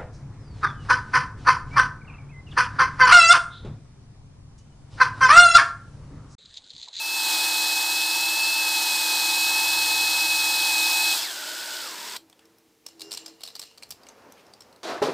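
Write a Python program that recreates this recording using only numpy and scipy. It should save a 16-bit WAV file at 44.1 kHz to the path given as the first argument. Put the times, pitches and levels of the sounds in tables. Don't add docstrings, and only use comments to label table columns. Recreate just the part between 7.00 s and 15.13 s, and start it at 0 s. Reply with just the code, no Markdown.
import sys
import numpy as np
from scipy import signal
from scipy.fft import rfft, irfft, next_fast_len
from scipy.io import wavfile
from scipy.ndimage import map_coordinates

SR = 44100
rng = np.random.default_rng(int(sys.argv[2]) if len(sys.argv) > 2 else 0)


def nominal_scale(level):
    x = np.asarray(level, float) / 20
    return 10 ** x


def store_pcm(level_fs):
    pcm = np.round(np.clip(level_fs, -1, 1) * 32767).astype(np.int16)
    wavfile.write(sys.argv[1], SR, np.atleast_2d(pcm).T)


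N = 358533
TIME = np.arange(N) / SR

# [f/Hz, level/dB]
FLOOR_SPECTRUM = [(15, -41), (25, -5.5), (154, -13), (320, -4), (825, -37), (945, -28), (2070, -19),
                  (5360, -21), (12100, -27), (16300, -26.5)]
# [t/s, level/dB]
MOVEMENT = [(5.18, -56), (5.25, -65), (5.5, -65.5), (5.83, -68), (6.07, -56), (6.55, -64), (6.68, -67),
            (7.07, -53.5), (7.4, -53), (7.83, -58)]
# [f/Hz, density/dB]
MURMUR_SPECTRUM = [(15, -47), (25, -5), (131, -5), (293, 5), (331, 1), (461, 6.5), (712, 2), (913, 1.5),
                   (2620, -12), (3500, -21), (4550, -60), (7700, -120)]
# [f/Hz, density/dB]
RUSTLE_SPECTRUM = [(1060, -45), (1800, -8.5), (3250, -8), (4120, -3.5), (5150, -1), (6910, -9), (7650, -23),
                   (12900, -19), (16300, -31)]
# [f/Hz, width/Hz, level/dB]
SPRING_MODES = [(2860, 140, 2), (4200, 350, 5.5), (5270, 160, 2), (7330, 130, 2), (8220, 160, -4.5),
                (12900, 400, -19)]
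# [t/s, level/dB]
FAN_LEVEL = [(5.25, -92), (5.45, -65), (6, -72), (6.3, -58), (6.85, -67), (7, -90)]
# [t/s, level/dB]
THUMPS = [(5.65, -80), (6.92, -54), (7.66, -60)]
# [t/s, level/dB, f/Hz]
SWISHES = [(5.42, -63, 1600), (7.18, -57, 1000), (7.38, -56, 2500), (7.66, -59, 700)]
# [t/s, rise/s, sheet rumble level/dB, edge grit level/dB, grit start re its peak/dB]
BENCH_MOVES = [
    (7.831, 0.079, -29, -39.5, 0),
    (8.019, 0.0066, -20, -31.5, -25),
]
# [f/Hz, density/dB]
SHEET_SPECTRA = [
    [(35, -60), (60, -36), (268, -11), (325, -2), (543, -7), (669, 1), (825, -9), (1100, -7), (2800, -22),
     (3640, -50), (6160, -120)],
    [(35, -76), (60, -61), (124, -14.5), (221, -14), (281, -2.5), (319, -13), (369, 2.5), (407, 0.5),
     (2800, -23.5), (3640, -59), (6160, -120)],
]
# [f/Hz, density/dB]
GRIT_SPECTRUM = [(1060, -33), (1800, -23), (2350, -6), (2930, 3), (3870, 8), (4690, 5), (15100, -21),
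                 (16300, -40)]
# [f/Hz, level/dB, t60/s]
LANDING = (8.0185, [(280, -29, 5.0), (413, 4.5, 0.23), (591, -11.5, 0.73), (820, 4, 0.16), (1120, -12, 0.5),
           (1410, -16.5, 0.35)])
# [t/s, first mode level/dB, second mode level/dB]
WALL_NUDGES = [(4.52, -57, -58), (4.92, -50, -64), (5.23, -55, -88), (5.46, -58, -76), (5.66, -62, -85),
               (5.96, -56, -84), (6.07, -48, -48.5), (6.25, -53, -68), (6.32, -53.5, -75)]
WALL_HZ = [326, 408]
# [t/s, level/dB]
SQUEAKS = [(5.862, -77), (6.035, -55.5), (6.09, -60)]
# [t/s, peak level/dB, f/Hz, edge level/dB]
TICKS = [(5.1632, -20, 3870, -17), (5.2974, -42, 5180, -13), (5.327, -44, 3460, -36),
         (5.392, -45.5, 3150, -22), (5.454, -47, 5350, -13), (5.5832, -49, 5170, -8),
         (6.712, -45, 900, -23), (6.7496, -54, 4310, -19), (6.7754, -39, 4320, -16), (6.78, -36, 4200, -17),
         (6.8236, -30.5, 2440, -25), (6.8319, -27.5, 4340, -25), (6.864, -57, 4180, -13),
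         (6.8902, -46, 5740, -9), (6.9055, -27.5, 5270, -8), (6.91, -26.5, 4820, -12),
         (6.9204, -31, 4970, -14), (7.0329, -43, 4560, -15), (7.067, -39, 2480, -24),
         (7.0865, -35, 6050, -34), (7.1776, -60.5, 1000, -34), (7.3215, -37.5, 5870, -7),
         (7.4659, -47, 5200, -22), (7.5356, -37, 4660, -25), (7.606, -34.5, 5430, -22),
         (7.619, -40, 5280, -27.5), (7.7263, -43, 4270, -20), (7.7608, -45, 4150, -20)]
# [t/s, peak level/dB, f/Hz, chatter/s]
RATTLE = [(5.8636, -23, 5300, 0), (5.8855, -38, 5200, 0), (5.995, -34, 4700, 0), (6.006, -30, 4610, 0),
          (6.0163, -23, 4450, 0), (6.109, -29.5, 4600, 0), (6.117, -19, 4530, 0.0015),
          (6.127, -19.5, 5300, .02), (6.173, -21, 4100, 0), (6.183, -46, 4240, 0), (6.2606, -25.5, 5000, 0),
          (6.28, -33.5, 5070, 0), (6.4065, -37, 3930, 0), (6.416, -36, 3850, 0.00064),
          (6.4344, -21.5, 4200, 0), (6.452, -31, 4370, .01), (6.475, -27.5, 4070, .01),
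          (6.5024, -40, 4070, 0), (6.5527, -24, 4560, .01), (6.594, -22, 5250, 0), (6.5973, -29, 7940, 0),
          (6.616, -25.5, 4550, .02), (6.653, -45, 4440, 0)]
# [f/Hz, width/Hz, level/dB]
ARM_MODES = [(2270, 190, -13), (4200, 560, -6), (5200, 180, -29), (7370, 1400, -6), (7940, 3200, -7)]
# [f/Hz, density/dB]
SCRAPE_SPECTRUM = [(24, -65), (40, -61), (314, -9.5), (511, -11.5), (612, -11), (1090, -10.5), (1460, -2.5),
                   (2020, -7), (3000, -6), (3900, -34), (6600, -120)]
# [f/Hz, width/Hz, level/dB]
BORE_MODES = [(332.4, 23, 7.5), (394, 164, -3), (907, 128, 15), (1310, 27, -34), (1610, 204, 5),
              (1793, 81, 2.5)]
# [spindle order, level over the scrape/dB]
SHAKE = [(3, -33.5), (4, -35.5), (5, -47), (6, -36)]
# [f/Hz, density/dB]
HISS_SPECTRUM = [(2650, -30.5), (4500, -9.5), (4570, -17), (5040, -2.5), (6320, -5.5), (8220, -3.5),
                 (9820, -9.5), (14200, -9), (15300, -7.5), (16300, -49.5)]
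# [f/Hz, width/Hz, level/dB]
HOUSING_MODES = [(3370, 316, 0), (4200, 890, -0.5), (5090, 710, -1.5), (2615, 95, -6)]
# [t/s, whine f/Hz]
FULL_SPEED = [(0, 2607), (.14, 2596), (.36, 2527), (.48, 2552), (.84, 2560), (1.2, 2581), (1.46, 2607),
              (1.57, 2601), (1.68, 2561), (2.06, 2529), (2.3, 2547), (2.54, 2565), (2.76, 2568),
              (2.9, 2555), (3.12, 2561), (3.4, 2553), (3.82, 2543), (4.1, 2554)]
# [t/s, pinion mesh f/Hz, settling time/s]
TRIGGER_STEPS = [
    (4.143, 1452, .096),
    (4.8, 975, .084),
]
# [t/s, load level/dB, whine level/dB]
LOAD = [(0, -32, -33), (.3, -24, -30.5), (.6, -25, -30.5), (1.2, -25.5, -30), (1.5, -26, -27),
        (1.8, -24.5, -30.5), (2.1, -24, -31), (2.4, -24, -27.5), (3.3, -24.5, -27), (4.12, -23.5, -27)]
GEAR_ORDERS = np.array([23, 24, 48, 19.63, 29.5, 5.3, 4.575, 7.33, 9.17, 9.95, 1.83, 1.665, 2.02]) / 23
# [level re mesh/dB, roughness/dB, change when slow/dB]
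GEAR_LEVELS = [(-0.5, 2.3, 1.5), (-7, -5, 5.5), (-8, 2.5, 3.5), (-13, 10, -14), (-14.5, 6.5, -17),
               (-19.5, 2, 2.5), (-12.5, 3, -5.5), (-16, 3.5, -4), (-17, 5, 4.5), (-19.5, 6.5, 10.5),
               (-17, -3, -29), (-35, 15, -30), (-26.5, 4.5, -5)]
PARTNER_ORDERS = (25 / 23, 5.06 / 23)
PARTNER_LEVELS = (-11, -15)
# [f/Hz, level/dB]
MICROPHONE = [(30, -20.5), (90, 0), (200, -2), (15200, -0.5), (16400, -20)]


def unit(x):
    return x / np.sqrt(np.mean(x ** 2) + 1e-20)


def curves(rows, outside=-140):
    s, *columns = np.transpose(rows)
    return [np.interp(TIME, s, column, outside, outside) for column in columns]


def wobble(rate):
    knots = rng.standard_normal(int(N * rate / SR) + 4)
    return map_coordinates(knots, [TIME * rate])


def sine(hz):
    return np.sin(2 * np.pi * hz * TIME)


def filtered(x, response):
    m = next_fast_len(len(x) + SR // 4)
    return irfft(rfft(x, m) * response(np.fft.rfftfreq(m, 1 / SR)), m)[:len(x)]


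def colour(points):
    f, db = np.transpose(points)
    return lambda hz: nominal_scale(np.interp(np.log(hz + 1), np.log(f + 1), db))


def modes(rows):
    def response(f):
        total = 0
        for k, (centre, width, db) in enumerate(rows):
            damping = 1j * f * width
            total = total + (-1) ** k * nominal_scale(db) * damping / (centre * centre - f * f + damping)
        return total
    return response


def noise(response, grain_db=0):
    return unit(filtered(rng.standard_normal(N) * nominal_scale(grain_db * wobble(700)), response))


def settle(s, takes):
    return 1 - np.exp(-(np.maximum(TIME - s, 0) / takes) ** 2)


def swells(times, levels_db, rise_db, fall_db):
    return sum(nominal_scale(db - np.where(TIME < s, rise_db, fall_db) * abs(TIME - s))
               for s, db in zip(times, levels_db))


def walls(x, t60):
    t = np.arange(SR // 2) / SR
    tail = rng.standard_normal(len(t)) * nominal_scale(-60 * t / t60)
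    return signal.fftconvolve(np.pad(x, (300, 0)), tail / np.linalg.norm(tail))[:N]


def contacts():
    period_s, rebound_loss_db, drag_edge_db = .0098, 3.5, -18
    rows = list(TICKS)
    for s, db, hz, lasts in RATTLE:
        for k in range(round(lasts / period_s) + 1):
            rows.append((s + k * period_s, db - k * rebound_loss_db, hz, drag_edge_db))
    return rows


def body_movement(move_db):
    out = nominal_scale(move_db + 1.5 * wobble(16)) * noise(colour(MURMUR_SPECTRUM))
    out += swells(*np.transpose(THUMPS), 250, 250) * noise(modes([(60, 70, 0)]))
    for s, db, hz in SWISHES:
        out += swells([s], [db], 600, 130) * noise(modes([(hz, 0.43 * hz, 0)]), grain_db=2)
    return out


def glove_rustle(move_db):
    rub_db, loose_db, sleeve_db = -39, -5.5, -13.5
    s, db = np.transpose(contacts())[:2, 1:]
    db[:len(TICKS) - 1] += loose_db
    rub = nominal_scale(rub_db) * swells(s, db, 2500, 140)
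    springs = 0
    for mode in SPRING_MODES:
        springs = springs + nominal_scale(mode[2] + 4 * wobble(14)) * noise(modes([mode]), grain_db=3)
    cloth = noise(colour(RUSTLE_SPECTRUM), grain_db=3)
    rustle = rub * (cloth + nominal_scale(-6) * springs) + nominal_scale(move_db + sleeve_db) * cloth
    return nominal_scale(0.93 * wobble(30)) * rustle


def workshop():
    move_db, = curves(MOVEMENT)
    fan = nominal_scale(curves(FAN_LEVEL)[0] + 0.92 * wobble(8)) * sine(454)
    floor = nominal_scale(-64) * noise(colour(FLOOR_SPECTRUM))
    return body_movement(move_db) + glove_rustle(move_db) + fan + floor


def bench():
    start_db, rumble_fall, grit_fall = -6.5, 93, 139
    out = np.zeros(N)
    for (s, rise, rumble_db, grit_db, grit_start_db), sheet in zip(BENCH_MOVES, SHEET_SPECTRA):
        on = TIME > s
        after = np.maximum(TIME - s - rise, 0)
        before = np.clip(1 - (TIME - s) / rise, 0, 1)
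        rumble = rumble_db + start_db * before - rumble_fall * after + 1.8 * wobble(50)
        grit = grit_db + grit_start_db * before - grit_fall * after
        out += on * nominal_scale(rumble) * noise(colour(sheet))
        out += on * nominal_scale(grit) * noise(colour(GRIT_SPECTRUM), grain_db=1.0)
    strike_s, sheet_modes = LANDING
    t = np.maximum(TIME - strike_s, 0)
    for hz, db, t60 in sheet_modes:
        out += nominal_scale(db - 24.5 - 60 * t / t60) * np.sin(2 * np.pi * hz * t)
    return out


def cylinder():
    s, *levels = np.transpose(WALL_NUDGES)
    gains = [swells(s, db, 200, 208) for db in levels]
    squeak = swells(*np.transpose(SQUEAKS), 500, 350)
    out = nominal_scale(7.5) * squeak * noise(modes([(5300, 250, 0)]), grain_db=3)
    for gain, hz in zip([*gains, squeak], [*WALL_HZ, 2805]):
        drift = .6 * wobble(25)
        out += gain * nominal_scale(3.0 + 1.9 * wobble(30)) * np.sin(2 * np.pi * hz * TIME + drift)
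    return out


def burst(grit, response):
    x = filtered(grit, response)
    return x / abs(x).max()


def hone():
    t60_s, rise_s = .022, .0008
    out, t = np.zeros(N + SR), np.arange(SR // 8) / SR
    knock_modes = modes([(715, 730, 0.)])
    edge_mode = modes([(12500, 7000, 0.)])
    for s, db, hz, edge_db in contacts():
        draw = rng.standard_normal((4, len(t)))
        shape = nominal_scale(-60 * t / t60_s + 4.3 * draw[3]) * (1 - np.exp(-t / rise_s))
        body = burst(draw[0] * shape, modes([*ARM_MODES, (hz, 380, 4)]))
        knock = burst(draw[1] * shape, knock_modes)
        edge = burst(draw[2] * shape, lambda f: edge_mode(f) ** 2)
        knock_db = -33 - 0.32 * db + 11.5
        hit = body + nominal_scale(knock_db) * knock + nominal_scale(edge_db + 6.0) * edge
        out[round(s * SR):][:len(t)] += nominal_scale(db) * hit
    return out[:N]


def stones(pressed, speed_db, spindle):
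    bore = nominal_scale(-5.5) * pressed * noise(modes(BORE_MODES), grain_db=1.0) * nominal_scale(0.96 * wobble(40))
    shake = 0
    for k, db in SHAKE:
        shake = shake + nominal_scale(db + 4.3 * wobble(1.7)) * np.sin(round(k) * spindle + k * k)
    scrape = nominal_scale(-7.0) * noise(colour(SCRAPE_SPECTRUM))
    return nominal_scale(-7.5 + 0.26 * speed_db) * (bore + pressed * shake + scrape)


def hiss_and_housing(eased, speed_db, throb):
    hiss = nominal_scale(-3.5 + speed_db) * throb * noise(colour(HISS_SPECTRUM), grain_db=0.92)
    hiss -= 0.27 * eased * filtered(hiss, lambda f: f > 8500)
    housing = nominal_scale(1 + speed_db - 5) * throb * noise(modes(HOUSING_MODES), grain_db=1.94)
    return hiss + housing


def gear_train(turn, mesh_db, eased):
    out = np.zeros(N)
    for k, (db, rough_db, slow_db) in zip(GEAR_ORDERS, GEAR_LEVELS):
        rough = (np.clip(rough_db, -3 / 2, 3 / 2) + eased) * wobble(60)
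        out += nominal_scale(db + rough + slow_db * eased) * np.sin(k * turn + 40 * k)
    return nominal_scale(mesh_db + 2) * out


def brake(turn, braking, eased):
    first_step = TIME < TRIGGER_STEPS[1][0]
    song = nominal_scale(-35.5 + 2 * wobble(60)) * np.sqrt(braking) * eased * first_step * np.sin(2 * turn)
    squeal = nominal_scale(-44 - 300 * abs(TIME - 5.152) + 3.6 * wobble(90)) * sine(1463)
    return song + squeal


def drill():
    mesh_per_whine = 4003 / 2553
    load_db, whine_db = curves(LOAD, outside=None)
    mesh_hz = curves(FULL_SPEED, outside=None)[0] * mesh_per_whine
    for s, hz, takes in TRIGGER_STEPS:
        mesh_hz = mesh_hz + (hz - mesh_hz) * settle(s, takes)
    pressed = np.clip(mesh_hz / 4000, 0, 1)
    eased = np.clip(3 * (1 - pressed), 0, 1)
    speed_db = 20 * np.log10(pressed)
    unload = settle(4.13, 0.023)
    braking = np.clip(-np.gradient(mesh_hz) * SR / 12000, 0, 1)
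    cogging = .012 * eased / pressed * wobble(160)
    turn = 2 * np.pi * np.cumsum(mesh_hz * (1 + 0.0013 * wobble(30.1) + cogging)) / SR

    mesh_db = load_db - 7 + 1.5 * speed_db - 5 * braking
    tones = gear_train(turn, mesh_db, eased) + brake(turn, braking, eased)
    whine = whine_db + 5 + speed_db - 23 * unload + 1.3 * wobble(70)
    tones += nominal_scale(whine) * np.sin(turn / mesh_per_whine)
    for k, db in zip(PARTNER_ORDERS, PARTNER_LEVELS):
        tones += nominal_scale(load_db + db + 3 - 51 * unload + 0.28 * wobble(60)) * np.sin(k * turn)

    rotor = turn / 23
    spindle, slow_spindle = rotor * .1198, rotor * .0382
    throb = 1 + 0.11 * np.sin(rotor) + 0.092 * np.sin(2 * rotor)
    throb += 0.06 * np.sin(spindle) + 0.011 * np.sin(slow_spindle)
    rough = hiss_and_housing(eased, speed_db, throb) + stones(pressed, speed_db, spindle)
    stop_db = -1500 * np.maximum(TIME - 5.166, 0)
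    return nominal_scale(stop_db) * (tones + nominal_scale(load_db - unload) * rough)


def scene():
    clicks = hone()
    reply = nominal_scale(-12.5) * walls(clicks, .16)
    mono = workshop() + bench() + cylinder() + clicks + reply + drill()
    return np.array([mono, mono])


def top_cut(x):
    return signal.sosfilt(signal.butter(12, 16430, fs=SR, output="sos"), x)


def record(dry):
    mix = np.array([filtered(x, colour(MICROPHONE)) for x in dry])
    return top_cut(mix)


dry = scene()
out = record(dry)
store_pcm(out)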